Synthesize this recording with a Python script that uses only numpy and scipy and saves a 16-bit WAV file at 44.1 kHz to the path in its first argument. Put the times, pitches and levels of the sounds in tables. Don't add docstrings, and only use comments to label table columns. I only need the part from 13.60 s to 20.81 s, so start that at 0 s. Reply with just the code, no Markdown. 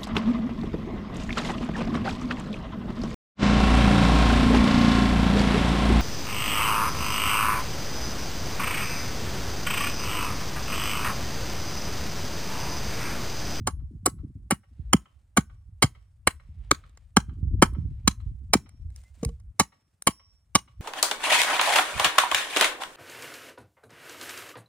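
import sys
import numpy as np
from scipy import signal
from scipy.fft import rfft, irfft
from scipy.io import wavfile
from scipy.ndimage import uniform_filter1d

SR = 44100
rng = np.random.default_rng(int(sys.argv[2]) if len(sys.argv) > 2 else 0)


def waveform_to_disk(signal):
    frames = np.transpose(np.atleast_2d(signal))
    scaled = np.clip(frames, -1, 1) * 32767
    samples = np.round(scaled).astype(np.int16)
    wavfile.write(sys.argv[1], SR, samples)


N = 317961

# bite t/s, pitched knock level/dB, hardest snap after the bite t/ms, cut length t/ms,
# wood level/dB, fibre crack level/dB, crack tilt/(dB per octave), edge hiss level/dB,
# push of the block after the bite t/ms, thump f/Hz, thump peak level/dB, low and high steel ring level/dB
BLOW_TABLE = [(0.0705, -27, 4.1, 12.1, -30, -26.5, 10, -29.5, 16.6, 264, -25.5, -85, -72.5),
              (0.4593, -27.5, 4.1, 12.2, -25, -24, 5.5, -18.5, 20.7, 335, -17, -87, -87),
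              (0.9075, -31, 3.1, 12.5, -24.5, -22.5, 5, -23.5, 20.6, 216, -12.5, -83, -95),
              (1.3315, -17, 1.1, 4.23, -15, -9, 5.5, -19.5, 17.2, 213, -5, -88.5, -92.5),
              (1.769, -29.5, 6.8, 12.7, -17.5, -18, 2, -23.5, 19, 207.5, -7, -79.5, -89.5),
              (2.223, -27, 2.2, 12.2, -20, -13.5, 6, -23.5, 23.3, 152.5, -8, -80, -88.5),
              (2.672, -19.5, 2.1, 6.44, -21.5, -11.5, 0.5, -18.5, 5.6, 393.6, -16, -80, -97),
              (3.113, -20, 0.8, 2.03, -8, -5, 5.5, -29.5, 11.4, 337, -16.5, -86, -100.5),
              (3.567, -21.5, 0.8, 6, -11, -11.5, 3, -22.5, 10.7, 203.4, -4.5, -88, -84.5),
              (4.0221, -14.5, 1.8, 8.8, -9, -11, 5, -20, 10, 256, -2, -75, -84),
              (4.4766, -28, 1.1, 4.3, -19.5, -8.5, 5.5, -20, 6.6, 241, -9.5, -88.5, -98),
              (4.9337, -26.5, 1.8, 7.4, -18.5, -10.5, 6, -21.5, 25, 252.4, -8.5, -70, -93),
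              (5.9961, -18.5, 2.6, 9.8, -24, -13.5, 7.5, -22.0, 17.8, 197.0, -14, -73.5, -86.5),
              (6.4704, -16.5, 4.5, 8.2, -25.5, -14, 2.5, -17, 20.6, 251, -18, -58, -72),
              (6.9512, -15, 5.2, 7.85, -20.5, -11, 7.5, -18.5, 9.2, 211.4, -14.5, -78, -86)]
# f/Hz, relative level/dB, time to die by 60 dB t/s
WOOD_MODES = [(620, -20, .014), (850, -19, .014), (1290, -1, .014), (1550, -6, .009)]
# f/Hz, relative level/dB, time to die by 60 dB t/s
FIBRE_MODES = [(1960, 0, .008), (2250, -3, .007), (2750, -7, .006), (3060, -2, .009), (4050, -4, .005),
               (4700, -7, .004), (5530, -5, .005), (6450, -3, .004)]
# f/Hz, relative level/dB, time to die by 60 dB t/s
EDGE_MODES = [(8260, 1.5, 0.0038), (8980, -1.5, 0.0099), (9780, 3.5, 0.0071), (13100, -21, 0.0018),
              (14400, -31, .003)]
# f/Hz, relative level/dB, time to die by 60 dB t/s
KNOCK_MODES = [(1140, 0, .028), (1135, -21, .1)]


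def amp(db):
    return 10 ** (np.asarray(db) / 20)


def evened(x):
    return x / np.sqrt(np.mean(x ** 2) + 1e-20)


def read(points, hz):
    f, value = np.transpose(points)
    return np.interp(np.log(hz + 1), np.log(f + 1), value)


def curve(rows):
    s, *columns = np.transpose(rows)
    return [np.interp(np.arange(N) / SR, s, c) for c in columns]


def add(mix, s, sound):
    part = mix[round(s * SR):][:len(sound)]
    part += sound[:len(part)]


def coloured(spectrum, same):
    a, b = rng.standard_normal((2, N))
    same = np.clip(same, 0, 1)
    z = rfft([a, same * a + np.sqrt(1 - same ** 2) * b])
    return evened(irfft(z * amp(read(spectrum, np.fft.rfftfreq(N, 1 / SR))), N))


def lumps(hz):
    z = rfft(rng.standard_normal(N))
    return evened(irfft(z / (1 + (np.fft.rfftfreq(N, 1 / SR) / hz) ** 2), N))


def thump(hz, t60, rise=0.0029, glide=0.91):
    t = np.arange(round(.12 * SR)) / SR
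    turns = np.cumsum(hz * (.6 + glide * np.exp(-t / 0.0067))) / SR
    shape = (1 - np.exp(-(t / rise) ** 2)) * amp(-60 * t / t60)
    return -np.sin(2 * np.pi * turns) * shape / shape.max()


def wind_rumble(rumble_db):
    # f/Hz, relative level per Hz/dB
    rumble_spectrum = [(12, -45), (20, -15.5), (39, -4.5), (64, 0), (102, -10.5), (193, -37), (230, -43),
                       (300, -73), (510, -120)]
    lean = amp(3.5 * lumps(5.0) * np.array([[.5], [-.5]]))
    return amp(rumble_db + 1.4 * lumps(10)) * coloured(rumble_spectrum, 1.0) * lean


def wind_flutter(flutter_db):
    flutter = np.zeros((2, N))
    for hz in (150, 210, 300):
        size = amp(2.4 * np.minimum(rng.exponential(1, N), 4))
        bursts = size * (rng.random(N) < 25 / SR) * rng.choice([-1, 1], N)
        lean = amp(1.0 * rng.standard_normal((2, N)))
        push = thump(hz, 18.0 / hz, rise=2.1 / hz)
        flutter += signal.oaconvolve(bursts * lean, push[None])[:, :N] * 150 / hz
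    return amp(flutter_db) * evened(flutter)


def wind_pops(rumble_db, flutter_db):
    # t/s, peak level/dB, f/Hz, sharp front peak level/dB
    large_pops = [(0.192, -32.5, 87, -70), (0.236, -26, 74.5, -73), (0.351, -30.5, 107, -66),
                  (0.597, -24.5, 73, -50), (0.646, -35.5, 98.6, -34.5), (0.756, -30, 103.2, -51),
                  (1.196, -27, 106, -52), (3.687, -27.5, 116.5, -62.5), (3.83, -17.5, 107, -64.5),
                  (3.871, -19, 78.5, -57.5), (3.925, -24.5, 76, -41), (3.94, -21, 118.8, -36),
                  (3.98, -18.5, 82.6, -57), (4.186, -23.5, 132.5, -63), (4.2, -24, 97.8, -46),
                  (4.223, -27, 72.7, -42), (4.253, -20.5, 90, -44), (4.313, -27, 105.3, -57),
                  (4.664, -20.5, 74.6, -74), (5.25, -31, 75.2, -65.5)]
    count, over_rumble_db, over_flutter_db = 40, 3, -8.5
    small_pops = [(at / SR, rumble_db[at] + over_rumble_db, hz, flutter_db[at] + over_flutter_db)
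                  for at, hz in zip(rng.integers(200, N, size=count), rng.uniform(68, 120, size=count))]
    pops = np.zeros((N, 2))
    for s, db, hz, front_db in large_pops + small_pops:
        lean = amp(5.5 * rng.standard_normal() * np.array([.5, -.5]))
        sign = rng.choice([-1, 1]) * lean
        body = thump(hz, 8.6 / hz, rise=0.39 / hz, glide=.9)
        front = thump(330, 0.022, rise=0.006, glide=.3)
        add(pops, s - .003, sign * amp(db) * body[:, None])
        add(pops, s - .002, sign * amp(front_db) * front[:, None])
    return pops.T


def wind():
    # t/s, rumble level/dB, flutter level/dB
    wind_levels = [(0.0, -40.5, -31.5), (0.15, -34.5, -49.5), (0.33, -44, -44.5), (0.64, -41.5, -40),
                   (0.82, -43.5, -56.5), (1.02, -66.5, -59), (1.27, -34.5, -60), (1.47, -64, -72.5),
                   (1.91, -44.5, -70), (2.42, -52, -81.5), (2.85, -46.5, -67), (2.97, -35, -62),
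                   (3.35, -55, -64.5), (3.54, -48.5, -74), (3.7, -36.5, -46.5), (3.92, -26.5, -35),
                   (4.25, -34.5, -36), (4.4, -31.5, -58), (4.93, -39, -47), (5.08, -56.5, -54),
                   (5.28, -31.5, -60.5), (5.47, -55.5, -74), (5.68, -46, -35.5), (5.92, -40, -76),
                   (5.925, -74, -65), (6.38, -77.5, -73), (6.9, -56.5, -77), (7.1, -65, -57.5),
                   (7.21, -31.5, -79.5)]
    rumble_db, flutter_db = curve(wind_levels)
    return wind_rumble(rumble_db) + wind_flutter(flutter_db) + wind_pops(rumble_db, flutter_db)


def far_air():
    # f/Hz, relative level per Hz/dB
    air_spectrum = [(180, -31.5), (300, -1.5), (1310, -3.5), (5370, -22), (7130, -29), (8300, -20),
                    (9650, -11.5), (10700, -20), (11600, -39), (13700, -15.5), (16500, -43.5)]
    return amp(-83) * coloured(air_spectrum, 0.25)


def stirring():
    # middle t/s, rise t/s, fall t/s, dull level/dB, bright level/dB
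    moves = [(1.25, .15, .15, -78, -93), (3.202, .3, .2, -71.5, -92.5), (4.449, .2, .1, -76, -90),
             (5.4, 0.082, 0.14, -71.5, -72.5), (5.62, 0.082, 0.13, -71, -74.5)]
    rest_db = [[-92], [-91]]
    jolt_db = np.array([-76.5, -84.5])
    rise_s, fall_s = .1, .2
    t, power = np.arange(N) / SR, amp(rest_db) ** 2
    jolts = []
    for s, _, _, ms, _, crack_db, *_ in BLOW_TABLE:
        energy_db = crack_db + 10 * np.log10(ms)
        jolts.append((s + rise_s, rise_s, fall_s, *(energy_db + jolt_db)))
    for s, rise, fall, *db in moves + jolts:
        swell = np.exp(-2 * ((t - s) / np.where(t < s, rise, fall)) ** 2)
        power = power + amp(db)[:, None] ** 2 * swell
    return np.sqrt(power)


def rustle():
    # f/Hz, relative level per Hz/dB
    cloth_spectrum = [(290, -33.5), (500, -4), (980, -10), (1120, -12.5), (2040, -9.5), (2850, -11.5),
                      (8670, -16.5), (10600, -21), (11400, -36.5), (14700, -19), (16500, -40)]
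    flicker_db = 2.4 * lumps(25) + 1.8 * lumps(300)
    cloth = coloured(cloth_spectrum, 0.78)
    dull = signal.sosfiltfilt(signal.butter(3, 4500, fs=SR, output="sos"), cloth)
    dull_gain, bright_gain = stirring()
    return amp(flicker_db) * (dull_gain * evened(dull) + bright_gain * evened(cloth - dull))


def snaps(ms, first=0.94, hardest_ms=0., width_ms=0.94):
    draw, t = rng.standard_normal((2, 1600)), np.arange(1600) / SR * 1000 - 3
    bite = amp(-19.0) * np.exp(np.minimum(t, 0) / 18.0) + np.clip(t / 0.99, 0, 1)
    hardest = 1 + first * np.exp(-abs(t - hardest_ms) / width_ms)
    strength = bite * hardest / (1 + (abs(t) / ms) ** 3.2)
    uneven_db = 4.5 * evened(uniform_filter1d(draw[1], 25))
    return draw[0] * amp(uneven_db) * strength


def varied(modes, bright_db=0, detune=.03, scatter_db=2.5):
    draw = rng.standard_normal((len(modes), 2))
    return [(f * (1 + detune * a), db + scatter_db * b + bright_db * np.log2(f / 3500), t60)
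            for (f, db, t60), (a, b) in zip(modes, draw)]


def ring(modes, drive):
    t = np.arange(4000) / SR
    response = sum(amp(db - 60 * t / t60) * np.sin(2 * np.pi * f * t) for f, db, t60 in modes)
    return signal.fftconvolve(drive, response)


def block_thump(out, s, hz, db):
    soil_db, soil_hz, soil_t60 = -24, 59, 0.19
    t = np.arange(SR // 2) / SR
    add(out, s - .007, amp(db) * thump(hz, .03))
    add(out, s, amp(db - 7.5) * thump(140, 0.013, rise=0.0041, glide=0.51))
    shudder = np.minimum(t / .012, 1) * np.sin(2 * np.pi * soil_hz * t)
    add(out, s, amp(db + soil_db - 60 * t / soil_t60) * shudder)


def steel_ring(out, s, levels_db):
    # f/Hz, time to die by 60 dB before the grip damps it t/s, beat f/Hz
    steel = [(5500, 1.4, 17), (10000, .2, 30)]
    t = np.arange(SR // 2) / SR
    for (f, t60, split_hz), db in zip(steel, levels_db):
        beat = 1 + .3 * np.cos(2 * np.pi * (split_hz * t + rng.random()))
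        held = 1 / (1 + (t / .33) ** 10)
        decay = amp(db - 60 * (t - .08) / t60)
        add(out, s, decay * beat * held * np.sin(2 * np.pi * f * t))


def blows():
    out = np.zeros(N)
    edge_share = 0.48
    for (s, knock_db, hardest_ms, ms, wood_db, crack_db, bright_db, edge_db,
         late_ms, hz, thump_db, *steel_db) in BLOW_TABLE:
        force = snaps(ms, 0.53, hardest_ms, width_ms=2.2)
        after_ms = (np.arange(len(force)) / SR - .003) * 1000
        hiss = force / (1 + (after_ms / (edge_share * ms)) ** 4)
        parts = ((varied(WOOD_MODES, detune=.006, scatter_db=2.0), wood_db, force),
                 (varied(FIBRE_MODES, bright_db), crack_db, force),
                 (varied(EDGE_MODES, detune=0.022), edge_db, hiss),
                 (varied(KNOCK_MODES, detune=.004, scatter_db=1.0), knock_db, force))
        for modes, db, drive in parts:
            sound = ring(modes, drive)
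            strength = np.sqrt((sound ** 2).sum() / (ms * SR / 1000))
            add(out, s - .003, amp(db) * sound / strength)
        block_thump(out, s + late_ms / 1000, hz, thump_db)
        steel_ring(out, s, steel_db)
    return out


def ports(x):
    # f/Hz, left leads by phase/rad
    lead = [(0, 0), (2300, .6), (2800, 2), (5000, 1.7), (6200, 3.1), (9300, 0), (11400, -3), (16400, -9.7)]
    # f/Hz, left minus right level/dB
    tilt = [(60, -.3), (1500, .5), (3400, -2), (4300, -5), (5800, -3), (7000, 2), (8000, 0)]
    hz = np.fft.rfftfreq(N, 1 / SR)
    half = amp(read(tilt, hz) / 2) * np.exp(.5j * np.interp(hz, *np.transpose(lead)))
    return irfft(rfft(x) * np.array([half, 1 / half]), N)


def field(x):
    # f/Hz, time to die by 60 dB t/s
    scatter_decay = [(150, .2), (500, .15), (1500, .17), (4000, .14), (10000, .17)]
    # f/Hz, level/dB
    scatter_level = [(150, -26), (600, -30), (1500, -25), (5000, -26), (9000, -26.5), (14000, -23)]
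    # delay t/s, level/dB, low-pass f/Hz, smear t/s
    echo_rows = [(.001, -15.5, 2574, 0.0019), (0.0327, -33, 12490, 0.0039), (0.124, -52, 3254, .008),
                 (.135, -58, 3340, 0.053)]
    taps = np.zeros((2, SR // 2))
    at = np.arange(300, SR // 2 - 20, 20) + rng.integers(0, 20, (2, (SR // 2 - 301) // 20))
    np.put_along_axis(taps, at, rng.choice([-1., 1.], at.shape), 1)
    taps[1] = .8 * taps[0] + .6 * taps[1]
    hz, t, z = signal.stft(taps, SR, nperseg=256)
    decay = amp(-60 * t / read(scatter_decay, hz)[:, None])
    tail = signal.istft(z * decay, SR, nperseg=256)[1]
    length = tail.shape[1]
    colour = amp(read(scatter_level, np.fft.rfftfreq(length, 1 / SR)))
    tail = irfft(rfft(tail / np.linalg.norm(tail[0])) * colour, length)
    for s, db, top_hz, smear_s in echo_rows:
        smear = rng.standard_normal((2, 6000)) * np.exp(-np.arange(6000) / SR / smear_s)
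        smear = signal.sosfilt(signal.butter(3, (450, top_hz), "band", fs=SR, output="sos"), smear)
        for ear in (0, 1):
            add(tail[ear], s, amp(db) * smear[ear] / np.linalg.norm(smear[ear]))
    return signal.fftconvolve(x[None], tail, axes=1)[:, :N]


def ticks():
    # t/s, crack peak level/dB, crack tilt/(dB per octave), edge peak level/dB,
    # wood peak level/dB, length t/ms
    touches = [(3.2954, -52, 3, -63, -70, 2.1), (3.3742, -39.5, 8, -66, -51.5, 3),
               (4.136, -53, 6, -50.5, -50, 1.55), (5.0914, -48, 5, -50.5, -84.5, 3.8),
               (5.3042, -54, 9, -60, -78, 1.1), (5.3623, -40.5, 29, -40.5, -81, 1.9),
               (5.417, -52, 10.5, -58, -78, 1.59), (5.4383, -52, 9, -58, -64, 1.6),
               (5.6316, -30, 6.5, -44, -35.5, 7), (5.65, -21.5, 21.5, -21.5, -43, 1.9),
               (5.691, -41, 8, -65, -49, 3.8), (5.7994, -55.5, 9, -62, -71, 5),
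               (6.423, -32, 19, -28, -71.5, 1.3)]
    out = np.zeros(N)
    for s, crack_db, bright_db, edge_db, wood_db, ms in touches:
        force = snaps(ms, first=0.67)
        for modes, db in ((WOOD_MODES + KNOCK_MODES, wood_db),
                          (varied(FIBRE_MODES, bright_db), crack_db), (EDGE_MODES, edge_db)):
            sound = ring(modes, force)
            add(out, s - .004, amp(db) * sound / abs(sound).max())
    return out


def squeak():
    # t/s, f/Hz, level/dB
    glide_rows = [(5.43, 2020, -86.5), (5.462, 2053, -65), (5.528, 2125, -88), (5.54, 2200, -106)]
    hz, db = curve(glide_rows)
    t = np.arange(N) / SR
    on = (t > glide_rows[0][0]) & (t < glide_rows[-1][0])
    return on * np.sqrt(2) * amp(db) * np.sin(2 * np.pi * np.cumsum(hz) / SR)


def settling():
    # t/s, thump peak level/dB, thump f/Hz, hollow ring peak level/dB
    contacts = [(5.632, -18.5, 190.8, -21.5), (5.661, -15.5, 81.5, -49.5), (5.69, -29, 61.6, -38)]
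    # f/Hz, relative level/dB, time to die by 60 dB t/s
    hollow = [(463.5, 2.5, 0.097), (620, -2.5, 0.025)]
    out = np.zeros(N)
    for s, db, hz, hollow_db in contacts:
        add(out, s - .003, amp(db) * thump(hz, 8.8 / hz, rise=0.27 / hz, glide=1.0))
        sound = ring(hollow, np.hanning(60))
        add(out, s, amp(hollow_db) * sound / abs(sound).max())
    return out


def scene():
    background = wind() + far_air() + rustle() + squeak()
    work = blows() + ticks() + settling()
    return background + ports(work) + field(work)


def record(dry):
    # f/Hz, level/dB
    housing = [(6000, -1), (7200, 1.5), (8200, 3.5), (10600, 0), (11600, -9.5), (12600, 0)]
    x = irfft(rfft(dry) * amp(read(housing, np.fft.rfftfreq(N, 1 / SR))), N)
    x = signal.sosfilt(signal.butter(2, 45, "high", fs=SR, output="sos"), x)
    x = .97 * np.tanh(x / .97)
    low_pass = signal.firwin(255, 16300, window=("kaiser", 9), fs=SR)
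    return signal.oaconvolve(x, low_pass[None], "same")


dry = scene()
out = record(dry)
waveform_to_disk(out)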